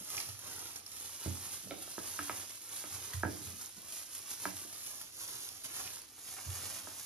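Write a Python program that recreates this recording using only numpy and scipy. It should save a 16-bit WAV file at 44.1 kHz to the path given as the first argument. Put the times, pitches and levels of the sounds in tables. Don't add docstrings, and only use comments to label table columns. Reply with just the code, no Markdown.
import sys
import numpy as np
from scipy import signal
from scipy.fft import rfft, irfft, next_fast_len
from scipy.io import wavfile
from scipy.ndimage import map_coordinates

SR = 44100
rng = np.random.default_rng(int(sys.argv[2]) if len(sys.argv) > 2 else 0)


def materialize(psi):
    bounded = np.clip(np.atleast_2d(psi).T, -1, 1)
    quanta = np.round(bounded * 32767).astype(np.int16)
    wavfile.write(sys.argv[1], SR, quanta)


N = 310993
CUT_HZ = 15760


def amp(db):
    return 10 ** (np.asarray(db) / 20)


def unit(x):
    return x / np.sqrt(np.mean(x ** 2) + 1e-20)


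def along(points, hz):
    f, value = np.transpose(points)
    return np.interp(np.log(hz + 1), np.log(f + 1), value)


def wobble(rate):
    knots = rng.standard_normal(int(N * rate / SR) + 4)
    return map_coordinates(knots, [np.arange(N) * rate / SR])


def filtered(x, response):
    size = next_fast_len(N + SR // 2)
    hz = np.fft.rfftfreq(size, 1 / SR)
    return irfft(rfft(x, size) * response(hz), size)[..., :N]


def coloured(x, spectrum):
    return unit(filtered(x, lambda hz: amp(along(spectrum, hz))))


def add(track, s, sound):
    start = max(round(s * SR), 0)
    track[start:start + len(sound)] += sound[:N - start]


def ring(modes, t, scatter_db, detune):
    total = 0
    for k, (hz, db, t60) in enumerate(modes):
        envelope = amp(db + scatter_db * rng.normal() - 60 * t / t60)
        pitch = rng.normal(hz, detune * hz)
        total = total + (-1) ** k * envelope * np.sin(2 * np.pi * pitch * t)
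    return total


def grains(effort, rate, top_hz, life, spread_db, size):
    count = int(rate * N / SR)
    place, pitch, phase, chance = rng.random((count, 4)).T[:, :, None]
    start = np.searchsorted(np.cumsum(effort) / effort.sum(), place)
    t = np.arange(size) / SR
    strength = amp(-spread_db * np.log(np.maximum(chance, .004)))
    ticks = strength * np.exp(-t / life) * np.cos(2 * np.pi * (pitch * top_hz * t + phase))
    train = np.bincount((start + np.arange(size)).ravel(), ticks.ravel(), N + size)[:N]
    return unit(train / np.sqrt(effort))


def clumps(rate, life, depth):
    count = int(rate * N / SR)
    place, chance = rng.random((count, 2)).T
    jumps = np.bincount((place * N).astype(int), -np.log(np.maximum(chance, .03)), N)
    power = signal.lfilter([1], [1, -np.exp(-1 / (life * SR))], jumps)
    return unit(np.sqrt(1 + depth * power))


def gesture(start, rise, held, fade):
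    t = np.arange(N) / SR - start
    return (np.clip(t / rise, 0, 1) * np.exp(-np.maximum(t - held, 0) / fade)) ** 2


# f/Hz, relative density/dB
HISS_SPECTRUM = [(25, 21), (60, 9), (90, 6), (160, -3), (300, 7.5), (700, -14), (2000, -4.5), (6000, -1),
                 (10500, -32), (15500, -37)]


def hiss():
    private, shared = rng.standard_normal((2, N)), rng.standard_normal(N)
    return amp(-61.5) * coloured(private + shared, HISS_SPECTRUM)


# f/Hz, t60/s
ROOM_T60 = [(100, 0.86), (400, 0.45), (1300, 0.16), (6000, 0.65), (14000, -6.9)]


def room(x, colour, early, early_s, gap_s):
    wet, block = np.zeros((2, N + SR)), SR // 10
    hz, t, z = signal.stft(np.zeros(SR // 2), SR, nperseg=256)
    near_walls = early * np.exp(-t / early_s) * (hz / (hz + 1200))[:, None]
    decay = amp(-60 * t / np.maximum(along(ROOM_T60, hz), .05)[:, None]) + near_walls
    energy = np.sum(decay ** 2, axis=1, keepdims=True) * t[1] * SR
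    shape = amp(along(colour, hz))[:, None] * decay / np.sqrt(energy)
    first_wall = round(gap_s * SR)
    for start in range(0, N, block):
        z = signal.stft(rng.standard_normal((2, SR // 2)), nperseg=256)[2]
        response = signal.istft(z * shape, nperseg=256)[1]
        echo = signal.fftconvolve(x[None, start:start + block], response, axes=1)
        wet[:, start + first_wall:][:, :echo.shape[1]] += echo
    return wet[:, :N]


# f/Hz, relative density/dB
SCUFF_SPECTRUM = [(70, -5), (190, 2), (420, -6.5), (1000, -26)]
# start t/s, fade begins after t/s, level/dB
SCUFFS = [(1.63, 0.15, -56), (3.38, .15, -57.5), (3.75, 0.032, -58.5)]


def scuffs():
    power = sum(gesture(s, 0.023, held, 0.028) * amp(db) ** 2 for s, held, db in SCUFFS)
    return np.sqrt(power) * coloured(rng.standard_normal(N), SCUFF_SPECTRUM)


# f/Hz, relative level/dB, t60/s
TOP_MODES = [(88, 1.5, 0.38), (100, -8.5, 0.52), (120, -5, 0.37)]


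def sway(t, rise_s):
    return ring(TOP_MODES, t, scatter_db=2, detune=0.022) * (1 - np.exp(-t / rise_s))


CHATTER_DB, CHATTER_S = -10, .025
BODY_TOP_HZ = 790
SPREAD_HZ = 863


def knock(modes, t, bright_hz, body_db=0):
    weighted = [(hz, db + body_db / (1 + (hz / BODY_TOP_HZ) ** 10), t60) for hz, db, t60 in modes]
    contact = signal.butter(N=4, Wn=bright_hz, fs=SR, output="sos")
    pole = np.exp(-2 * np.pi * SPREAD_HZ / SR)
    bending = [[-pole, 1, 0, 1, -pole, 0]] * 8
    chatter = amp(CHATTER_DB) * np.exp(-t / CHATTER_S) * rng.standard_normal(len(t))
    struck = ring(weighted, t, scatter_db=2.8, detune=0.0094) + chatter
    sound = signal.sosfilt(np.vstack([contact, bending]), struck)
    return sound / sound[:SR // 100].std()


# f/Hz, relative level/dB, t60/s
JOINT_MODES = [(184.3, -23, 0.21), (261, -26.5, 0.19), (294.7, -17.5, 0.26), (346, -0.5, 0.019),
               (400, -28.5, 0.23), (568, -21, 0.14), (655, -1, 0.018), (937, -2.5, 0.024), (1282, 0, 0.039),
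               (1624, 1.5, 0.024), (2010, -6, .013), (2330, -6, 0.016), (2850, -7.5, 0.012)]
# t/s, attack level/dB, contact brightness f/Hz, extra low-mode level/dB
KNOCKS = [(.004, -57.5, 410, -20), (1.256, -42.5, 553, -3), (1.271, -48.5, 332, 3), (1.875, -53.5, 1690, 2),
          (1.9787, -41, 2140, 6), (2.1897, -36, 2970, -0.5), (2.2944, -36, 2940, -1.5),
          (2.838, -50, 2860, 8), (3.2323, -30.3, 1750, 4), (3.248, -36.5, 520, -3), (3.2496, -38, 1750, 0),
          (3.272, -46, 450, -6), (4.4527, -34, 2400, -0.5), (4.614, -60, 900, 8), (4.647, -57, 746, 10),
          (6.870, -48.5, 1580, 1.5)]
# f/Hz, relative level/dB, t60/s
BOWL_MODES = [(306, -3, 0.085), (567, 5.5, 0.012), (754, 0, .02), (1340, -5.5, 0.039), (2260, -0.5, 0.016),
              (3040, -3, 0.032), (3720, -1, 0.014)]
# t/s, attack level/dB, contact brightness f/Hz
BOWL_TAPS = [(1.669, -54.5, 600), (1.7029, -55, 800), (1.7088, -42, 4500), (1.716, -44.5, 1400),
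             (1.7361, -51, 1500), (1.780, -54, 1410)]
# t/s (the sway starts 6 ms earlier), mode gain/dB, rise t/s
PUSHES = [(.273, -46.5, 0.0064), (0.478, -57, 0.0053), (1.264, -35.5, 0.0029), (2.314, -51, .007),
          (2.925, -42, 0.044), (3.148, -37, 0.005), (3.238, -37, 0.006), (3.459, -48, 0.0062),
          (4.53, -50, 0.013), (6.47, -38, 0.0056)]
SWAY_DB = -21


def table():
    taps, swaying, t = np.zeros(N), np.zeros(N), np.arange(SR // 2) / SR
    for s, db, bright_hz, body_db in KNOCKS:
        add(taps, s, amp(db) * knock(JOINT_MODES, t, bright_hz, body_db))
        add(swaying, s, amp(db + SWAY_DB) * sway(t, rise_s=0.013))
    for s, db, bright_hz in BOWL_TAPS:
        add(taps, s, amp(db) * knock(BOWL_MODES, t, bright_hz))
    for s, db, rise_s in PUSHES:
        add(swaying, s - .006, amp(db) * sway(t, rise_s))
    return taps + scuffs(), swaying


# f/Hz, relative density/dB
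LEAF_SPECTRUM = [(400, -13), (1200, 1.5), (2200, -4.5), (4500, -12)]
# start t/s, fade begins after t/s, level/dB
CREAKS = [(0.45, 0.027, -60), (2.838, .014, -57.5), (3.13, 0.0059, -50.5), (6.365, 0.03, -53.5)]
CREAK_RISE_S, CREAK_FADE_S = 0.0017, 0.01


def creaks():
    power = sum(gesture(s, CREAK_RISE_S, held, CREAK_FADE_S) * amp(db) ** 2 for s, held, db in CREAKS)
    cracking = grains(np.ones(N), rate=1500, top_hz=3000, life=0.00051, spread_db=2, size=140)
    return np.sqrt(power) * coloured(cracking, LEAF_SPECTRUM)


# f/Hz, relative density/dB
STALK_SPECTRUM = [(500, -23), (1400, -11), (2200, -1), (3500, 0), (6000, 0), (9000, -10)]
# start t/s, fade begins after t/s, level/dB
CRUNCHES = [(0.164, 0.051, -49.5), (0.752, 0.013, -49), (3.13, 0.0097, -51), (5.84, 0.031, -51.5)]
CRUNCH_RISE_S, CRUNCH_FADE_S = 0.02, 0.0093


def crunches():
    power = sum(gesture(s, CRUNCH_RISE_S, held, CRUNCH_FADE_S) * amp(db) ** 2 for s, held, db in CRUNCHES)
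    breaking = grains(np.ones(N), rate=1200, top_hz=6380, life=0.00056, spread_db=6.0, size=110)
    return np.sqrt(power) * coloured(breaking, STALK_SPECTRUM)


# t/s (sounding 0.986 ms later), relative level/dB, f/Hz
SNAPS = [(0.102, -30, 9900), (0.168, -28.5, 5900), (0.203, -33, 2200), (0.258, -37, 10300),
         (0.391, -37, 10350), (0.758, -33, 9100), (0.761, -38, 5700), (0.863, -36.5, 5330),
         (0.999, -35.5, 10300), (1.825, -36, 9830), (3.133, -48, 10200), (3.134, -30, 1800),
         (3.659, -36, 6900), (3.922, -34.5, 10100), (4.566, -34, 9200), (4.6155, -39, 10200),
         (4.7247, -42, 10500), (4.856, -41, 10300), (4.87, -36, 10300), (5.014, -36, 10200),
         (5.4883, -33.5, 9400), (5.6366, -39, 10300), (6.017, -38, 10200)]


def snaps():
    track, t = np.zeros(N), np.arange(SR // 40) / SR
    for s, db, hz in SNAPS:
        tick = np.exp(-t / 0.0014) * np.cos(2 * np.pi * hz * t)
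        crackle = 0.53 * np.exp(-t / 0.0021) * rng.standard_normal(len(t))
        add(track, s + 0.000986, amp(db + 2.5) * (tick + crackle))
    return filtered(track, lambda hz: hz / (hz + 2000))


# start t/s, fade begins after t/s, glove level/dB, shreds level/dB
STROKES = [(-0.09, 0.16, -47.0, -59.5), (0.05, 0.16, -40.5, -50.0), (0.35, 0.29, -47.0, -55.0),
           (0.87, 0.29, -46.5, -58.5), (1.18, 0.07, -41.0, -50.0), (1.31, 0.24, -45, -56.0),
           (1.73, 0.27, -46.5, -58.5), (1.97, 0.4, -43.5, -53.5), (2.4, 0.27, -52.0, -66.5),
           (2.64, 0.15, -43.5, -56.0), (2.82, 0.3, -46.0, -54.5), (3.22, 0.25, -48.5, -58.5),
           (3.51, 0.11, -46.5, -60.0), (3.84, 0.12, -45.0, -60.0), (4.07, 0.07, -44.0, -58.5),
           (4.21, 0.28, -44.0, -57.0), (4.5, 0.29, -50.0, -62.5), (4.74, 0.23, -47.0, -61.5),
           (5.1, 0.34, -45.0, -56.5), (5.66, 0.21, -45.5, -54.0), (6.17, 0.23, -48.5, -60.0),
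           (6.42, 0.37, -46.0, -54.0), (6.83, 0.25, -48.0, -60.0)]
ATTACK_S, RELEASE_S = .095, .11
# t/s, glove level/dB
FLICKS = [(0.39, -48), (0.756, -45), (0.862, -49), (2.355, -43), (2.935, -43), (3.134, -40), (3.925, -46),
          (4.563, -49), (4.6155, -45), (4.7237, -45), (4.86, -44), (5.009, -43), (5.202, -46), (5.486, -48),
          (5.64, -39), (6.736, -45)]
FLICK_RISE_S, FLICK_FADE_S = .004, .03
FLICK_SHREDS_DB = -10.5
IDLE_GLOVE_DB, IDLE_SHREDS_DB = -53, -65
# centre t/s, Gaussian 1/e half width t/s, level change/dB
PAUSES = [(0.83, .03, -2), (3.74, .04, -2), (5.099, .03, -4), (6.08, .075, -7)]


def handwork():
    glove, shreds = amp(IDLE_GLOVE_DB) ** 2, amp(IDLE_SHREDS_DB) ** 2
    moves = []
    for s, held, glove_db, shreds_db in STROKES:
        moves.append((gesture(s, ATTACK_S, held, RELEASE_S), glove_db, shreds_db))
    for s, db in FLICKS:
        moves.append((gesture(s, FLICK_RISE_S, 0, FLICK_FADE_S), db, db + FLICK_SHREDS_DB))
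    for power, glove_db, shreds_db in moves:
        glove = glove + power * amp(glove_db) ** 2
        shreds = shreds + power * amp(shreds_db) ** 2
    t = np.arange(N) / SR
    pause_db = sum(db * np.exp(-((t - s) / width) ** 2) for s, width, db in PAUSES)
    return 10 * np.log10([glove, shreds]) + pause_db


# f/Hz, relative density/dB
FILM_SPECTRUM = [(300, -24), (1500, -18.5), (3000, -10.5), (4500, -8.5), (6800, -1.74), (8000, 0.3),
                 (10400, 2), (11500, -3), (13000, -5.5), (15500, -11)]
# f/Hz, relative density/dB
SQUISH_SPECTRUM = [(60, -13), (88, 10.5), (160, -4), (320, -0.5), (700, -3), (1250, 1.5), (1900, -2.5),
                   (3200, -4), (6000, -4.5), (10000, -6)]


def mixing():
    glove_db, salad_db = handwork()
    giving = clumps(rate=70, life=0.0078, depth=0.49) * amp(1.13 * wobble(22))
    crinkle = grains(amp(glove_db / 2), rate=9000, top_hz=CUT_HZ, life=0.000098, spread_db=2.0, size=36)
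    pops = grains(amp(salad_db / 2), rate=2600, top_hz=7500, life=0.00031, spread_db=2.5, size=100)
    film_noise = 0.41 * rng.standard_normal(N)
    sliding = .5 * rng.standard_normal(N)
    glove = amp(glove_db - 0.26) * coloured(crinkle + film_noise, FILM_SPECTRUM)
    salad = amp(salad_db) * coloured(pops + sliding, SQUISH_SPECTRUM)
    return giving * (glove + clumps(rate=51, life=0.0022, depth=0.46) * salad)


# t/s, delay/ms
SWEEP = [(.1, 0.045), (.9, 0.029), (1.1, -0.0025), (4.5, -0.028), (5.2, 0.092), (5.8, 0.052), (6.2, -0.083)]
SWEEP_TOP_HZ = 6920


def swept(x):
    hz, t, z = signal.stft(x, SR, nperseg=512)
    lag_s = np.interp(t, *np.transpose(SWEEP)) / 1000
    turn = np.pi * (hz / (1 + (hz / SWEEP_TOP_HZ) ** 20))[:, None] * lag_s
    pair = np.array([z * np.exp(-1j * turn), z * np.exp(1j * turn)])
    return signal.istft(pair, nperseg=512)[1][:, :N]


# f/Hz, phase/rad
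TRAIL = [(100, 0.25), (1300, 0.5), (2100, 1), (3200, 0.62), (4300, 1.34), (6800, 3), (8200, 3),
         (10000, 1.31), (11200, 0.26), (12700, -0.5), (13600, -1.8), (14500, -3)]
# f/Hz, level/dB
LEAN = [(80, -3.5), (300, -8.5), (1200, -3), (2000, -2), (3200, -2.5), (5000, -8), (6600, -10),
        (8000, -0.5), (10500, -0.2)]
# f/Hz, level/dB
HAND_ROOM_DB = [(100, -4), (350, -6), (800, 5.5), (1300, -2), (2500, 1), (5500, 0.5), (8000, -14),
                (15000, -52)]
# f/Hz, level/dB
TABLE_ROOM_DB = [(100, -4.5), (300, -4.5), (700, -2), (1300, -6.5), (2400, -0.5)]


def placed(hand, taps, swaying):
    sides = np.array([[1], [-1]])
    sources = swept(hand) + taps + swaying
    direct = filtered(sources, lambda hz: np.exp(-1j * sides * along(TRAIL, hz) / 2))
    hand_echo = room(hand, HAND_ROOM_DB, early=5.4, early_s=0.0016, gap_s=0.0015)
    table_echo = room(taps, TABLE_ROOM_DB, early=0.31, early_s=0.012, gap_s=.008)
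    return filtered(direct + hand_echo + table_echo, lambda hz: amp(sides * along(LEAN, hz) / 2))


def scene():
    hand = mixing() + crunches() + creaks() + snaps()
    taps, swaying = table()
    return placed(hand, taps, swaying) + hiss()


def record(dry):
    thinned = signal.sosfilt(signal.butter(3, 65, "high", fs=SR, output="sos"), dry)
    return filtered(thinned, lambda hz: hz < CUT_HZ)


dry = scene()
out = record(dry)
materialize(out)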